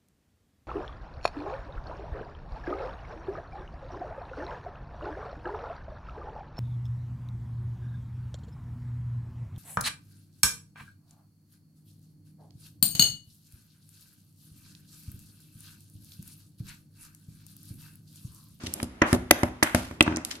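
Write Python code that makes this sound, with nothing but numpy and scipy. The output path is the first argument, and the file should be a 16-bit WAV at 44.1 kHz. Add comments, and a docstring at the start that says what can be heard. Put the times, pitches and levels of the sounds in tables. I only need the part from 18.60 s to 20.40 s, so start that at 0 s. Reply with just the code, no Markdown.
"""A squeegee is swept three times over transfer tape on an acrylic disc lying on a wooden table.
Each stroke starts with a sharp clack of the squeegee on the disc (rattling noise and ringing modes), scrapes
the tape (gritty noise) and drops off the rim with a thump (low modes and noise bursts). After one more clack,
fingers knock the disc and pick at the tape, which ticks and rustles (short noise bursts).
All is heard through a close stereo microphone in a small room (fading noise echo) with a quiet background.
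"""
import sys
import numpy as np
from scipy import signal
from scipy.fft import rfft, irfft
from scipy.io import wavfile
from scipy.ndimage import map_coordinates

SR = 44100
rng = np.random.default_rng(int(sys.argv[2]) if len(sys.argv) > 2 else 0)


def put_to_file(sound):
    """Save the sound as 16-bit audio at rate SR, in the file named by the first command-line argument."""
    columns = np.atleast_2d(sound).T  # one column per channel
    safe = np.clip(columns, -1, 1)
    whole_steps = np.round(safe * 32767)
    wavfile.write(sys.argv[1], SR, whole_steps.astype(np.int16))


N = 79380
HIT_T = np.arange(SR // 2) / SR  # half a second of time for each single sound

# Corner frequencies of the clack colours: f/Hz
CLACK_COLOUR_HZ = [600, 1100, 1800, 2800, 4200, 6000, 8500, 11200, 15000]
# Squeegee hits the acrylic disc, a sharp clack: t/s, table level/dB, rattle length/s, rattle decay/s,
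# ping f/Hz, ping level/dB, then level/dB at each of CLACK_COLOUR_HZ
CLACK_EVENTS = [ (0.4183, 0, 0.0033, .007, 1590, -18.5, 1, -2.5, -1.5, -13.5, -20, -15.5, -34, -36.5, -59.5),
                (0.7095, -1.5, 0.0031, 0.00099, 637, -2, -1, -1, 5.5, 0.5, -1.5, -1.5, -12, 7, -20.5),
                (1.0274, -5, 0.005, 0.0044, 1660, -13.5, -6, -10.5, -3.5, -13, -11.5, -13, -26, -12, -38),
                (1.4074, 1, 0.0023, 0.003, 2612, -1, -2.5, 5, -6, 5.5, -3.5, -26.5, -10, -30, -24)]
# Ringing of the acrylic disc: f/Hz, t60/s (time to fall 60 dB), relative level/dB
DISC_MODES = [(930, 0.012, -36.5), (1375, .035, -28.5), (1603, 0.053, -38.5), (2015, 0.027, -9),
              (2730, 0.032, -42.5), (2760, 0.017, -12.5), (5900, 0.0069, -42.5)]
# Higher, woody ringing of the table after a hard contact: f/Hz, t60/s, relative level/dB
WOOD_MODES = [(564.7, 0.088, -21), (608, 0.15, -28), (667, 0.039, -21.5), (728, 0.057, -24)]
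# Low ringing of the table: f/Hz, t60/s, level/dB struck beside the disc, level/dB struck through the disc
TABLE_MODES = [ (56.4, 0.24, -27.5, -31.5), (78, 0.078, -15, -19), (116.6, 0.061, -15, -25),
               (138.6, 0.14, -23, -24.5), (188.1, 0.33, -28.5, -40), (225.5, 0.053, -39.5, -54.5),
               (246, 0.11, -14, -18), (265.5, 0.035, -29, -51), (309, 0.065, -16, -8),
               (377.3, 0.18, -35, -29)]
DISC_DB, CLACK_WOOD_DB, THUMP_WOOD_DB = 1.5, -1, -5.5
RATTLE_LOW_HZ = 520  # the rattle is thinned below this
TREBLE_SPLIT_HZ, TREBLE_DECAY_S = 3000, 0.0028
PING_RISE_S, PING_LAG_S = 0.00084, 0.0004

# Corner frequencies of the rubbing colours: f/Hz
RUB_COLOUR_HZ = [300, 1600, 3000, 6000, 11000]
# Sliding contact on the tape: start t/s, length/s, rise/s, level change over the length/dB,
# then level/dB at each of RUB_COLOUR_HZ
RUB_EVENTS = [ (0, 0.036, 0.0016, 9, -58, -45.5, -51.5, -51, -62),
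              (0.036, 0.096, .01, -6.5, -30.5, -43, -39, -42.5, -48),
              (.135, 0.11, 0.0027, 5.5, -26.5, -50.5, -47.5, -53.5, -48.5),
              (.425, 0.12, 0.0025, -21, -12.5, -12, -25, -63, -55),
              (0.454, .068, .03, -1, -42, -27.5, -37, -37.5, -41.5),
              (0.534, 0.011, 0.0021, 0.5, -1, -25.5, -32, -35, -32),
              (.72, 0.16, .005, -1, -32, -30, -40, -59, -43.5),
              (1.036, 0.14, 0.0026, -16.5, -34, -16.5, -26.5, -45.5, -35),
              (1.151, 0.22, 0.0018, -29.5, -21.5, -25.5, -27.5, -32.5, -33.5),
              (1.45, 0.17, 0.014, -10, -19.5, -25, -48, -43, -63),
              (1.706, 0.0074, 0.0077, -2.5, -50, -22, -21, -21, -34.5),
              (1.65, .12, 0.0057, -3.5, -38, -44, -46.5, -48.5, -43.5)]
RUB_GRAINS_PER_S, RUB_GRAIN_DB, RUB_RELEASE_S = 2500, 3, 0.0096
RUB_SMOOTH = 1  # smooth hiss compared with the grains
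RUB_WAVER_DB, RUB_WAVER_S = 1.45, 0.0075  # unsteady hand pressure: typical size and step time
RUB_LOW_HZ, TAPE_TOP_HZ = 170, 12600  # rubbing is thinned below, tape noise above

# Squeegee or finger landing on the table: t/s, thud level/dB, knock level/dB, snap level/dB
THUMP_EVENTS = [ (0.0371, -16, -34.5, -36), (0.068, -19.5, -46, -23), (.0785, -18.5, -42, -38),
                (0.2287, -10, -17, -12.5), (0.5284, 1, -1, -6), (0.8321, -4, 0.5, -12),
                (1.147, -1, 1, -5.5), (1.3106, -20, -20, -39.5)]
# Colour of a woody knock: f/Hz, level/dB
KNOCK_COLOUR = [(200, -4.5), (600, 0), (1100, -3), (2100, -4.5), (3200, -17.5), (6000, -33.5),
                (14000, -43.5)]
# Colour of a tape snap: f/Hz, level/dB
SNAP_COLOUR = [(800, -29.5), (3000, -13), (5000, -8), (8000, -8.5), (10800, -0.5), (13000, -15.5),
               (16000, -56)]
# Late bass echoes of a thud in the room: delay t/s, level/dB
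BOOM_ECHOES = [(.044, -24.5), (.064, -21)]
BOOM_TOP_HZ = 257
KNOCK_DECAY_S, SNAP_DECAY_S, SNAP_LAG_S, ATTACK_S = 0.0035, 0.002, 0.00069, 0.00032
THUD_PUSH_S, PRESS_PUSH_S = 0.0013, 0.0011  # a push is strongest after a quarter of this

# Fingertips pressing the disc: t/s, thud level/dB, knock level/dB
PRESS_EVENTS = [(1.4665, -18, -12.5), (1.4773, -5, -4.5), (1.500, -16.5, -37), (1.5128, -15, -27),
                (1.5243, -12, -15.5), (1.548, -15.5, -31), (1.5700, -14.5, -13), (1.582, -21.5, -20)]
# Ticks of tape and light touches: t/s, level/dB, centre f/Hz, width/octaves, decay/s
TICK_EVENTS = [ (0.036, -35, 4000, 0.84, 0.00078), (0.063, -27.5, 3240, .8, .0015),
               (0.0676, -24.5, 3470, 0.73, 0.0027), (.1380, -14.5, 10000, 0.74, 0.0017),
               (0.2003, -28.5, 1600, 0.78, 0.0024), (.2432, -32, 9100, 1.3, 0.001),
               (0.4153, -24, 1060, .7, .002), (.7077, -22.5, 1170, 0.91, 0.0013),
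               (1.0252, -8.5, 998, 0.47, 0.001), (1.031, -14.5, 9500, 0.76, 0.0049),
               (1.4248, -23, 7400, 0.86, 0.0046), (1.5608, -22, 5630, 0.38, 0.002),
               (1.5697, -18.5, 7000, 0.54, 0.00059), (1.6490, -17, 6300, 0.94, 0.0015),
               (1.7535, -39, 3400, 0.8, 0.0057)]

# Echo of the small room: f/Hz, t60/s, level/dB
ROOM_BANDS = [(60, 0.29, -1), (250, 0.66, -15.5), (700, 0.28, -8), (2160, 0.58, -12.5), (5000, 0.41, -13.5),
              (11000, 0.37, -17.5), (15000, .15, -20.5)]
CLACK_ROOM_DB, RUB_ROOM_DB = -4, 1  # how much the clacks and the rubbing stir the room
ROOM_FADE_IN_S = 0.0094
# Colour of the quiet background: f/Hz, level/dB
FLOOR_COLOUR = [(20, -40), (55, -23), (130, -35.5), (280, -31.5), (500, -43), (1200, -45), (2000, -48),
                (4000, -57.5), (8000, -65.5), (12000, -64), (13300, -95.5), (16000, -115)]
# How alike left and right are: f/Hz, correlation (1 alike, 0 unrelated, below 0 opposed)
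LEFT_RIGHT_LIKENESS = [(130, .99), (280, 0.87), (590, 0.53), (1270, 0.061), (2700, -0.14), (6000, -0.23),
                       (11000, -0.32)]
RIGHT_LAG_S = 0.0001
DIP_HZ, DIP_WIDTH_HZ, DIP_DB = 449, 32, -7.5  # narrow dip in the tone of all handling sounds and their echo
LOW_CUT_HZ, EDGE_HZ, OVERLOAD = 91, 16000, 0.93  # microphone bass cut, top limit, clipping level


def clacks():
    """The squeegee hits the disc: rattling noise, ringing of disc and table, and one short ping."""
    out = np.zeros((2, N))
    thud = table(PRESS_PUSH_S, True)
    modes = amp(DISC_DB) * ring(DISC_MODES) + amp(CLACK_WOOD_DB) * ring(WOOD_MODES, flip=True)
    low_pass = signal.butter(2, TREBLE_SPLIT_HZ, fs=SR, output="sos")
    for s, table_db, hold, decay, ping_hz, ping_db, *tone_db in CLACK_EVENTS:
        rattle = colour(burst(decay, hold), lambda hz: hz ** 2 / (hz ** 2 + RATTLE_LOW_HZ ** 2))
        # After the hold, the treble gets an extra fade
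        dull = signal.sosfiltfilt(low_pass, rattle)
        treble_fade = np.exp(-np.maximum(HIT_T - hold, 0) / TREBLE_DECAY_S)
        rattle = dull + (rattle - dull) * treble_fade
        clack = shaped(rattle + modes, list(zip(CLACK_COLOUR_HZ, tone_db)))
        add(out, s, clack + amp(table_db) * thud)
        # The ping swells for PING_RISE_S, then dies away
        ping = ring([(ping_hz, np.log(1000) * PING_RISE_S, ping_db)])
        add(out, s + PING_LAG_S, np.e * HIT_T / PING_RISE_S * ping)
    return out


def rubs():
    """Felt or skin slides on the tape: dense stick-slip grains over a smooth hiss, under wavering pressure."""
    out, t = np.zeros((2, N)), HIT_T
    for s, length, rise, fade_db, *tone_db in RUB_EVENTS:
        # Grains come at random moments with random strengths
        is_slip = rng.random(len(t)) < RUB_GRAINS_PER_S / SR
        slips = is_slip * amp(RUB_GRAIN_DB * np.minimum(rng.exponential(1, len(t)), 4))
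        strength = np.hypot(slips / slips.std(), RUB_SMOOTH) / np.hypot(1, RUB_SMOOTH)
        grit = spread(rng.standard_normal((2, len(t))) * strength)
        waver = map_coordinates(rng.standard_normal(size=256), [t / RUB_WAVER_S], order=1)
        pressure = amp(fade_db * np.minimum(t / length, 1) + RUB_WAVER_DB * waver)
        release = np.exp(-np.maximum(t - length, 0) / RUB_RELEASE_S)
        envelope = np.minimum(t / rise, 1) * pressure * release

        def tone(hz):
            bass_cut = hz ** 2 / (hz ** 2 + RUB_LOW_HZ ** 2)
            return amp(read(zip(RUB_COLOUR_HZ, tone_db), hz)) * tape_top(hz) * bass_cut

        add(out, s, colour(grit * envelope, tone))
    return out


def thumps():
    """A landing on the table: deep thud with its echoes, woody knock and the snap of the tape."""
    out = np.zeros((2, N))
    thud = table(THUD_PUSH_S, False)
    wood = amp(THUMP_WOOD_DB) * ring(WOOD_MODES, flip=True)
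    boom = signal.sosfilt(signal.butter(2, BOOM_TOP_HZ, fs=SR, output="sos"), thud)
    for s, thud_db, knock_db, snap_db in THUMP_EVENTS:
        knock = wood + shaped(burst(KNOCK_DECAY_S), KNOCK_COLOUR)
        add(out, s, amp(thud_db) * thud + amp(knock_db) * knock)
        snap = shaped(burst(SNAP_DECAY_S), SNAP_COLOUR)
        add(out, s + SNAP_LAG_S, amp(snap_db) * snap)
        for delay, echo_db in BOOM_ECHOES:
            add(out, s + delay, amp(thud_db + echo_db) * boom)
    return out


def presses():
    """Fingertips rock the disc: each small dull knock is a soft table thud plus a noise burst."""
    out = np.zeros((2, N))
    thud = table(PRESS_PUSH_S, True)
    for s, thud_db, knock_db in PRESS_EVENTS:
        knock = shaped(burst(KNOCK_DECAY_S), KNOCK_COLOUR)
        add(out, s, amp(thud_db) * thud + amp(knock_db) * knock)
    return out


def ticks():
    """Single crinkles and touches: short noise bursts, each in its own band."""
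    out = np.zeros((2, N))
    for s, db, centre_hz, octaves, decay in TICK_EVENTS:
        def band(hz):
            distance = np.log2((hz + 1) / centre_hz) / octaves
            return np.exp(-0.5 * distance ** 2) * tape_top(hz)

        width_gain = np.sqrt(SR / 2 / (centre_hz * octaves))  # makes up for what a narrow band loses
        add(out, s, amp(db) * width_gain * colour(burst(decay), band))
    return out


def table(push_s, through_disc):
    """The table top's answer to one soft blow: its low modes, blurred by the length of the push."""
    modes = [(hz, t60, under if through_disc else beside) for hz, t60, beside, under in TABLE_MODES]
    push = HIT_T * np.exp(-4 * HIT_T / push_s)
    return -signal.fftconvolve(ring(modes), push[None] / push.sum(), axes=1)[:, :len(HIT_T)]


def ring(modes, flip=False):
    """Decaying modes, a little later on the right; flip makes neighbours swing in opposition."""
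    t = np.maximum(HIT_T - np.array([[0], [RIGHT_LAG_S]]), 0)
    total = 0
    for k, (hz, t60, db) in enumerate(modes):
        decay = np.exp(-np.log(1000) * t / t60)
        total = total + (-1) ** (k * flip) * amp(db) * decay * np.sin(2 * np.pi * hz * t)
    return total


def burst(decay, hold=0):
    """A brief flurry of tiny contacts: noise that rises fast, holds and dies away."""
    envelope = np.minimum(HIT_T / ATTACK_S, 1) * np.exp(-np.maximum(HIT_T - hold, 0) / decay)
    return spread(rng.standard_normal((2, len(HIT_T)))) * envelope


def tape_top(hz):
    """The tape's noise falls off steeply in the top treble."""
    return 1 / np.sqrt(1 + (hz / TAPE_TOP_HZ) ** 44)


def amp(db):
    """Decibels to gain."""
    return 10 ** (np.asarray(db) / 20)


def read(points, hz):
    """A curve's value between its points, on a log-frequency axis."""
    f, value = np.transpose(list(points))
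    return np.interp(np.log(hz + 1), np.log(f + 1), value)


def add(mix, s, sound):
    """Mixes a stereo sound in at time s, cut off at the end of the mix."""
    part = mix[:, round(s * SR):][:, :sound.shape[1]]
    part += sound[:, :part.shape[1]]


def colour(x, gain):
    """Filter whose gain is a function of frequency, with no sound ahead of the input (minimum phase)."""
    size = 4096
    log_gain = np.log(np.maximum(gain(abs(np.fft.fftfreq(size, 1 / SR))), 1e-5))
    taps = np.fft.ifft(np.exp(np.conj(signal.hilbert(log_gain)))).real[:size // 2]
    return signal.fftconvolve(x, taps[None], axes=1)[:, :x.shape[1]]


def shaped(x, points):
    """Colours a sound by (Hz, dB) points."""
    return colour(x, lambda hz: amp(read(points, hz)))


def spread(pair):
    """Makes two unrelated channels alike in the bass, as two close microphones hear them."""
    a, b = rfft(pair)
    same = np.clip(read(LEFT_RIGHT_LIKENESS, np.fft.rfftfreq(pair.shape[1], 1 / SR)), -1, 1)
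    mid = a * np.sqrt((1 + same) / 2)
    side = b * np.sqrt((1 - same) / 2)
    return irfft(np.array([mid + side, mid - side]), pair.shape[1])


def room(x):
    """A small room's diffuse tail, each band dying at its own speed, fed by the left channel."""
    hz, t, bands = signal.stft(spread(rng.standard_normal((2, SR))), SR, nperseg=256)
    t60 = read([(f, seconds) for f, seconds, _ in ROOM_BANDS], hz)[:, None]
    db = read([(f, level) for f, _, level in ROOM_BANDS], hz)[:, None]
    even_energy = np.sqrt(2 * np.log(1000) / (t60 * SR))  # evens out long and short tails
    bands = bands * amp(db) * np.exp(-np.log(1000) * t / t60) * even_energy
    tail = signal.istft(bands, SR, nperseg=256)[1][:, :SR]
    tail = tail * np.minimum(np.arange(SR) / SR / ROOM_FADE_IN_S, 1)
    return signal.fftconvolve(x[:1], tail, axes=1)[:, :N]


def floor():
    """Quiet room tone: steady coloured noise."""
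    noise = spread(rng.standard_normal((2, N)))
    return irfft(rfft(noise) * amp(read(FLOOR_COLOUR, np.fft.rfftfreq(N, 1 / SR))), N)


def scene():
    """All the handling sounds in their room, over the room tone."""
    hits = clacks()
    slides = rubs()
    touches = thumps() + presses() + ticks()
    echo = room(amp(CLACK_ROOM_DB) * hits + amp(RUB_ROOM_DB) * slides + touches)

    def narrow_dip(hz):
        return amp(DIP_DB * np.exp(-0.5 * ((hz - DIP_HZ) / DIP_WIDTH_HZ) ** 2))

    return colour(hits + slides + touches + echo, narrow_dip) + floor()


def record(dry):
    """The microphone thins the deepest bass, peaks above OVERLOAD are cut flat; then the band limit."""
    thinned = signal.sosfilt(signal.butter(2, LOW_CUT_HZ, "highpass", fs=SR, output="sos"), dry)
    clipped = np.clip(thinned, -OVERLOAD, OVERLOAD)
    band_limit = signal.firwin(255, EDGE_HZ, window=("kaiser", 8), fs=SR)
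    return signal.oaconvolve(clipped, band_limit[None], "same")


dry = scene()
out = record(dry)
put_to_file(out)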